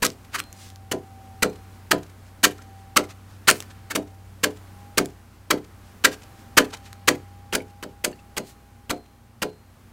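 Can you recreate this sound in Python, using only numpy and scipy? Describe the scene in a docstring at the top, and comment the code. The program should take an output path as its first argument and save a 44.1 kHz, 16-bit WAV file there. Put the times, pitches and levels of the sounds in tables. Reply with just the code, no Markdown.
"""A yard: an axe hews a round log in front of one microphone, quiet outdoor rush all around.
Each blow tears fibres as uneven noise for some 10-25 ms, then the log's bending modes boom briefly.
Splinters snap, slabs slide and chips land in the grass; now and then the blade pings faintly.
Ground, timber, a fence and far walls answer as decaying noise; in the distance an engine hums,
mains drone and a motor whines, all as wavering sines. The microphone has a soft ceiling."""
import sys
import numpy as np
from scipy import signal
from scipy.fft import rfft, irfft, next_fast_len
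from scipy.io import wavfile
from scipy.ndimage import map_coordinates

SR = 44100
rng = np.random.default_rng(int(sys.argv[2]) if len(sys.argv) > 2 else 0)


def inscribe(sig):
    """Save sig as 16-bit PCM at rate SR to the path in sys.argv[1].

    A 1-D sig is mono; a 2-D sig holds one channel per row.
    Samples are clipped to [-1, 1] before scaling.
    """
    pcm = np.round(np.clip(np.atleast_2d(sig).T, -1, 1) * 32767)
    wavfile.write(sys.argv[1], SR, pcm.astype(np.int16))


N = 437472
TIME = np.arange(N) / SR  # time in the whole scene [s]
T = np.arange(SR // 2) / SR  # time inside one event [s]

# Blade in the wood: (time [s], length [s], strength [dB], splintering [dB], grip [dB], boom centre [Hz]).
# Splintering is dry and bright above 0; grip is 0 for a solid cut, far below for a scrape or split.
BLOWS = [(.022, 0.017, -22, -0.5, 0, 294), (.037, .026, -26.5, 1.5, -21, 340),
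         (.337, 0.026, -30.5, -3, -19.5, 400), (.377, 0.025, -35.5, -1, -17, 380),
         (.914, .013, -28.5, 2, 2.5, 364), (1.423, .013, -18, -0.5, 3, 413),
         (1.91, .012, -16, -2.5, 2.5, 440), (2.433, 0.021, -13.5, 0.5, -1, 457),
         (2.962, 0.015, -14, -1.5, 0, 560), (3.475, .02, -12.5, -1, -1, 530),
         (3.496, 0.0093, -17, 5.5, -15, 430), (3.902, 0.019, -32.5, -1, -11.5, 340),
         (3.951, .014, -25, 1.5, 2.5, 362), (4.433, 0.015, -19, 0, 0, 428),
         (4.974, 0.016, -18.5, 0.5, 3.5, 338), (5.504, .012, -17.5, -2, 2.5, 360),
         (6.041, .018, -13, -1.5, -2.5, 410), (6.57, .018, -10.5, -1.5, 3.5, 400),
         (7.076, 0.015, -14, -0.5, 1.5, 427), (7.526, 0.018, -29.5, -1, 0, 440),
         (7.545, .014, -24, 0.5, -1, 437), (7.826, 0.016, -39.5, -2, -3, 339),
         (8.041, .013, -23, 3.5, -2, 433), (8.367, 0.019, -30, 2, -2, 393),
         (8.896, .018, -28, -0.5, 0, 397), (9.419, 0.016, -27.5, -1, 1, 371)]
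# Spectrum of splinters, chips and grass: (frequency [Hz], level [dB])
CHIP_SPECTRUM = [(200, -18), (1000, -2.5), (2500, 0), (7000, 0.5), (15000, -11.5)]
USUAL_DB = -20  # strength of a usual blow
LEAD = 1 / 10  # share of a bite's length for which the edge first grazes the bark


def amp(db):
    """Decibels to gain."""
    return 10 ** (np.asarray(db) / 20)


def unit(x):
    """Scale to rms 1."""
    return x / np.sqrt(np.mean(x ** 2) + 1e-20)


def along(points, hz):
    """(Hz, value) points read on a log frequency axis."""
    f, v = np.transpose(points)
    return np.interp(np.log(hz + 1), np.log(f + 1), v)


def curves(rows):
    """One value per sample for each column after the time."""
    s, *columns = np.transpose(rows)
    return [np.interp(TIME, s, column) for column in columns]


def wobble(rate):
    """A smooth random curve, rate knots a second."""
    knots = rng.standard_normal(int(N * rate / SR) + 4)
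    return map_coordinates(knots, [TIME * rate])


def add(track, s, sound):
    """Mix a sound into the track from s seconds; one due before the start begins at 0."""
    part = track[max(0, round(s * SR)):][:len(sound)]
    part += sound[:len(part)]


def colour(x, points):
    """Causal (minimum-phase) filter with the gain of the (Hz, dB) points."""
    m = 2 * next_fast_len(len(x) // 2 + 2048)
    gain = amp(along(points, np.fft.rfftfreq(m, 1 / SR)))
    cepstrum = irfft(np.log(gain))
    cepstrum[1:m // 2] *= 2  # fold the cepstrum onto positive time
    cepstrum[m // 2 + 1:] = 0
    return irfft(rfft(x, m) * np.exp(rfft(cepstrum)), m)[:len(x)]


def tone(hz):
    """A sine of rms 1 that follows a frequency curve."""
    return np.sqrt(2) * np.sin(2 * np.pi * np.cumsum(hz) / SR)


def background():
    """Coloured noise for the outdoor rush; wavering sines for far engine, mains drone and motor."""
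    # Outdoor rush over time: (time [s], level [dB])
    rush_levels = [(0, -52.5), (6.8, -54), (7.6, -55.5), (9.92, -56)]
    # Outdoor rush spectrum: (frequency [Hz], level [dB])
    rush_spectrum = [(20, -11.5), (55, -6), (90, -1.5), (150, -10), (230, -7), (420, -15), (800, -16.5),
                     (1260, -18), (3600, -29), (14300, -33.5), (16000, -35.5)]
    # Far engine hum over time: (time [s], level [dB])
    hum_levels = [(0, -55), (.7, -48), (4.8, -49), (5.6, -53), (7.4, -47.5), (8.3, -57.5), (9.92, -58)]
    # Far motor whine over time: (time [s], frequency [Hz], level [dB])
    whine_course = [(0, 781, -72), (.6, 778, -55), (1.3, 775, -53.5), (2.1, 778, -65), (2.8, 781, -54),
                    (3.4, 783, -67.5), (4.15, 781, -56), (4.45, 803, -72), (4.85, 811, -54.5),
                    (5.3, 808, -69.5), (6.3, 786, -59), (7.6, 809, -55.5), (8.8, 810, -61.5),
                    (9.92, 808, -78)]

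    rush_db, = curves(rush_levels)
    rush_gain = amp(rush_db + 2.0 + 1.4 * wobble(2.6))
    rush = rush_gain * unit(colour(rng.standard_normal(N), rush_spectrum))

    hum_db, = curves(hum_levels)
    hum_hz = 94.4 + .7 * wobble(1.2)
    hum_gain = amp(hum_db + 1.0 + 0.97 * wobble(4.1))
    hum = hum_gain * (tone(hum_hz) + amp(-15.0) * tone(2 * hum_hz))

    drone = np.zeros(N)
    for hz, db in [(59.5, -58), (119, -63.0), (232, -64.0)]:
        drone += amp(db + 2.9 * wobble(12)) * tone(hz + .7 * wobble(2.3))

    whine_hz, whine_db = curves(whine_course)
    whine = amp(whine_db + 1.7 * wobble(2.3)) * tone(whine_hz + 0.67 * wobble(12))
    return rush + hum + drone + whine


def fractures(spiky):
    """A dense train of tiny breaks of very unequal size."""
    return rng.standard_normal(len(T)) * np.exp(spiky * rng.standard_normal(len(T)))


def knock(drive, pitch_hz, scatter_db=2):
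    """Wood under the edge resonates across the grain, a little differently at every cut."""
    # Cross-grain resonances: (multiple of the knock pitch [ratio], width [Hz], level [dB])
    grain_modes = [(.7, 200, -7), (.87, 230, 0.5), (1.05, 260, 2.5), (1.35, 438, -6)]
    f = np.fft.rfftfreq(len(T), 1 / SR)
    response = 0
    for k, (ratio, width, db) in enumerate(grain_modes):
        gain = (-1) ** k * amp(db + scatter_db * rng.standard_normal())
        damping = 1j * f * width
        response = response + gain * damping / ((ratio * pitch_hz) ** 2 - f * f + damping)
    return colour(irfft(rfft(drive) * response), [(300, -8.5), (900, 8.5), (2200, 0.5), (4500, -19.5)])


def bite(length, knock_db, knock_hz, tear_db, splinter_db, push_db, settle_db=-15, settle_t60=0.091):
    """Fibres break harder as the wedge sinks in; when it sticks, the strained wood crackles out."""
    # Spectra of tearing, fine splintering and the wedge's push: (frequency [Hz], level [dB])
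    tear_spectrum = [(900, -42), (1900, -1), (2400, 0), (2700, -3), (3050, -0.5), (3550, -6), (4500, -2),
                     (5500, -11.5), (7500, -22.5)]
    splinter_spectrum = [(3000, -33.5), (5200, -4.5), (6300, 1), (8300, -0.5), (10000, -5.5), (13000, -7),
                         (16000, -12.5)]
    push_spectrum = [(30, -6.5), (140, -9), (230, -1), (450, -0.5), (650, -8.5), (1000, -6), (2000, -38)]

    depth = T / max(length, .002) - LEAD  # 0 = through the bark, 1 = stuck
    force = np.interp(depth, [-LEAD, 0, .17, .45, .88, 1.15], [0.14, 0.17, 0.26, 0.95, 0.9, 0.0012])
    crackle = (depth > 1) * amp(settle_db - 60 * (depth - 1) * length / settle_t60)
    force = np.maximum(force, crackle)
    push_force = np.interp(depth, [0, .15, 1.2], [0, 1, 0])

    def level(x, db):
        """Set the energy to that of an rms of db lasting the bite's length."""
        return amp(db) * x * np.sqrt(length * SR / np.sum(x ** 2))

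    wood = level(knock(force * fractures(0.48), knock_hz), knock_db)
    tear = level(colour(force * fractures(0.39), tear_spectrum), tear_db)
    fine = level(colour(force ** 1.24 * fractures(1.0), splinter_spectrum), splinter_db)
    push = level(colour(push_force * fractures(0.31), push_spectrum), push_db)
    return wood + tear + fine + push


def contact(peak_db=-15, t60=0.013):
    """The edge lands with a short clack of fading noise."""
    # Steel meeting wood: (frequency [Hz], level [dB])
    clack_spectrum = [(300, -16.5), (1000, -8), (2200, -4), (2950, 7), (3600, -10), (6000, -13.5),
                      (15000, -15.5)]
    clack = colour(fractures(0.51) * amp(-60 * T / t60), clack_spectrum)
    return amp(peak_db) * clack / np.abs(clack).max()


def boom(centre_hz, scatter_db=3, phase_spread=.7, swell_s=0.017, shudder_db=-13, focus_db=3):
    """Bending waves run to the log's ends and back: modes swell late and throb; the ground shudders."""
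    # Bending modes of the log: (frequency [Hz], level [dB], time to fall 60 dB [s])
    log_modes = [(138.2, -13.5, .3), (172, -14, 0.29), (201.6, -4, .18), (231, -9, 0.21), (262, -4, 0.2),
                 (296.8, -1.5, 0.21), (359.4, -5, 0.21), (393.2, -4.5, 0.2), (426.7, -5, 0.24),
                 (493.3, -1, 0.17), (523, -5, .15), (597.4, -1.5, 0.13), (649, -5.5, .16),
                 (713.6, -11.5, 0.2), (847, -9.5, 0.092), (913, -15, 0.11), (1001, -9.5, .15)]
    hz, db, t60 = np.transpose(log_modes)[:, :, None]
    size, phase = rng.standard_normal((2, len(log_modes), 1))
    # the place of the blow favours some modes, a harder stop the higher ones
    favoured = focus_db * np.exp(-2 * np.log2(hz / centre_hz) ** 2)
    hardness = 6 * np.log2(centre_hz / 400) * np.log2(np.maximum(hz, 280) / 400)
    gain = amp(db + favoured + hardness + scatter_db * size - 60 * T / t60)
    modes = gain * np.sin(2 * np.pi * hz * T + phase_spread * phase)

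    rise = 1 - np.exp(-T / swell_s)
    shudder_spectrum = [(30, -2.5), (130, -15.5), (300, -3.0), (550, 2.5), (900, -0.5),
                        (1500, -28), (4000, -60.5)]
    shudder = colour(fractures(0.19) * rise * amp(-60 * T / 0.2), shudder_spectrum)
    ringing = unit(modes.sum(0) * rise)
    return amp(-14.0) * unit(ringing + amp(shudder_db) * unit(shudder))


def axe():
    """Every blow lands, bites and booms; a harder one knocks higher, its boom growing less than its bite."""
    # The blade's own note where the wood leaves it free to ring: (time [s], level [dB])
    pings = [(0.388, -49), (1.43, -54), (8.37, -54.5), (8.9, -53.5), (9.425, -51)]
    ping_hz, ping_t60_s = 4160, 0.63
    out = np.zeros(N)
    for s, length, strength_db, dry_db, grip_db, boom_hz in BLOWS:
        extra_db = strength_db - USUAL_DB
        boom_db = -23 + 0.42 * extra_db + grip_db
        knock_hz = 1500 * 2 ** (.003 * extra_db)
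        solid = min(1, amp(boom_db + 27.5))  # a scrape that hardly moves the log makes little clack
        add(out, s - LEAD * length, bite(length, knock_db=strength_db - 1.08 - dry_db, knock_hz=knock_hz,
                                         tear_db=strength_db - 0.5,
                                         splinter_db=strength_db - 1.7 + dry_db, push_db=boom_db - 4.0))
        add(out, s + .001, solid * contact())
        add(out, s + 0.00802, amp(boom_db) * boom(boom_hz))
    for s, db in pings:
        add(out, s, amp(db - 60 * T / ping_t60_s) * np.sin(2 * np.pi * ping_hz * T))
    return out


def yard(x, near_db=-15, fence_db=-34, far_db=-35, far_t60=0.87):
    """Ground and timber scatter a short tail, new for each blow; a fence echoes, far walls linger."""
    # Decay of the near tail: (frequency [Hz], time to fall 60 dB [s])
    near_decay = [(200, 0.087), (1200, 0.13), (3000, .14), (7000, 0.13), (14000, 0.085)]
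    # Colour of all that comes back: (frequency [Hz], level [dB])
    answer_colour = [(200, -6), (900, 1), (2500, 0), (7000, -1.5), (14000, 1)]
    out = np.zeros(N)
    starts = [0] + [row[0] - .005 for row in BLOWS[1:]] + [N / SR]
    echo = np.exp(-np.abs(T - .068) / .003)  # the fence answers around 68 ms
    for start, end in zip(starts, starts[1:]):
        hz, t, z = signal.stft(rng.standard_normal(len(T)), SR, nperseg=128)
        fading = z * amp(-60 * t / along(near_decay, hz)[:, None])
        near = signal.istft(fading, SR, nperseg=128)[1][:len(T)]
        near = unit(near * (1 - np.exp(-T / 0.00088)))
        fence = unit(rng.standard_normal(len(T)) * echo)
        far = unit(rng.standard_normal(len(T)) * amp(-60 * T / far_t60))
        tail = (amp(near_db) * near + amp(fence_db) * fence + amp(far_db) * far) / np.sqrt(len(T))
        piece = x[round(start * SR):round(end * SR)]
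        add(out, start, signal.fftconvolve(piece, tail))
    return colour(out, answer_colour)


def snap():
    """One dry snap of peak 1: a fast and a slower decay of breaks, with its own colour."""
    tint = [(hz, level + 2 * rng.standard_normal()) for hz, level in CHIP_SPECTRUM]
    decay = amp(-60 * T / 0.0025) + 0.058 * amp(-60 * T / 0.015)
    crack = colour(fractures(0.94) * decay, tint)
    return crack / np.abs(crack).max()


def rustle(width, tilt):
    """A soft swell of many small breaks, centred in the event; tilt in dB per octave."""
    tilted = [(hz, level + tilt * np.log2(hz)) for hz, level in CHIP_SPECTRUM]
    grains = unit(colour(fractures(0.65), tilted))
    return grains * np.exp(-.5 * ((T - T.mean()) / width) ** 2)


def chips():
    """Noise bursts for dry snaps, fading sines for clinks, soft noise swells for rustles."""
    # The loudest splinters snapping and chips landing: (time [s], level [dB])
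    snaps = [(0.051, 3), (0.0654, -6), (0.1029, -20.5), (0.3524, -26), (0.4019, -10.5), (0.4394, -33),
             (0.528, -25), (0.702, -31), (0.7595, -28.5), (2.4537, -7), (3.512, 5), (3.6039, -15),
             (3.6247, -20.5), (5.0582, -20), (6.9298, -24.5), (7.5522, -8)]
    # Loose chips clinking on the log: (time [s], frequency [Hz], level [dB])
    clinks = [(2.591, 1380, -38), (7.604, 2260, -33), (8.129, 1795, -43), (8.128, 2800, -44),
              (8.13, 4470, -45), (8.191, 2670, -46.5)]
    # Slabs sliding through grass, blade scraping, feet shifting:
    # (centre time [s], half width [s], level [dB], brightness [dB per octave])
    rustles = [(0.357, 0.016, -36, -4), (0.632, 0.056, -48.5, 0), (3.108, 0.0088, -44, -3.5),
               (3.56, 0.036, -46.5, 6), (3.71, 0.0063, -45, -5), (6.134, 0.011, -38.5, -2),
               (6.741, 0.0081, -32.5, -4.5), (6.865, 0.015, -48, -3), (8.49, 0.025, -50.5, 2)]
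    out = np.zeros(N)
    for s, db in snaps:
        add(out, s, amp(db + 1.0) * snap())
    for s, hz, db in clinks:
        # the chip skids as it rings, which roughens the note
        skitter = np.cumsum(0.046 * rng.standard_normal(len(T)))
        add(out, s, amp(db - 60 * T / 0.04) * np.sin(2 * np.pi * hz * T + skitter))
    for s, width, db, tilt in rustles:
        add(out, s - T.mean(), amp(db) * rustle(width, tilt))
    return out


def around_blows(count=3):
    """Soft noise swells: the sleeve swishes with each swing, crumbs of wood patter into the grass."""
    swing_lead_s, swing_width_s, swing_db = 0.16, 0.032, -48.5  # level over the strength
    shortest_flight_s, extra_flight_s = 0.054, 0.15
    out = np.zeros(N)
    # swells centred before T.mean() fall there instead: add() starts them at 0
    for s, _, strength_db, *_ in BLOWS:
        swish = rustle(swing_width_s, tilt=-1.5)
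        add(out, s - swing_lead_s - T.mean(), amp(strength_db + swing_db) * swish)
        for _ in range(count):
            db = -55.5 + .7 * (strength_db - USUAL_DB) + 3 * rng.standard_normal()
            landing = s + shortest_flight_s + extra_flight_s * rng.random()
            crumb = rustle(0.0036, tilt=-2.5)  # the grass softens each landing
            add(out, landing - T.mean(), amp(db) * crumb)
    return out


def scene():
    """The work and its surroundings, alike in both channels."""
    work = axe() + chips() + around_blows()
    return np.tile(work + yard(work) + background(), (2, 1))


def record(dry, ceiling=.85, top_hz=15900):
    """The microphone's soft ceiling rounds off the loudest bites, then the band is limited."""
    rounded = dry / (1 + np.abs(dry / ceiling) ** 4) ** (1 / 4)
    m = next_fast_len(N + SR // 2)
    low_pass = 1 / (1 + (np.fft.rfftfreq(m, 1 / SR) / top_hz) ** 120)
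    return irfft(rfft(rounded, m) * low_pass, m)[:, :N]


dry = scene()
out = record(dry)
inscribe(out)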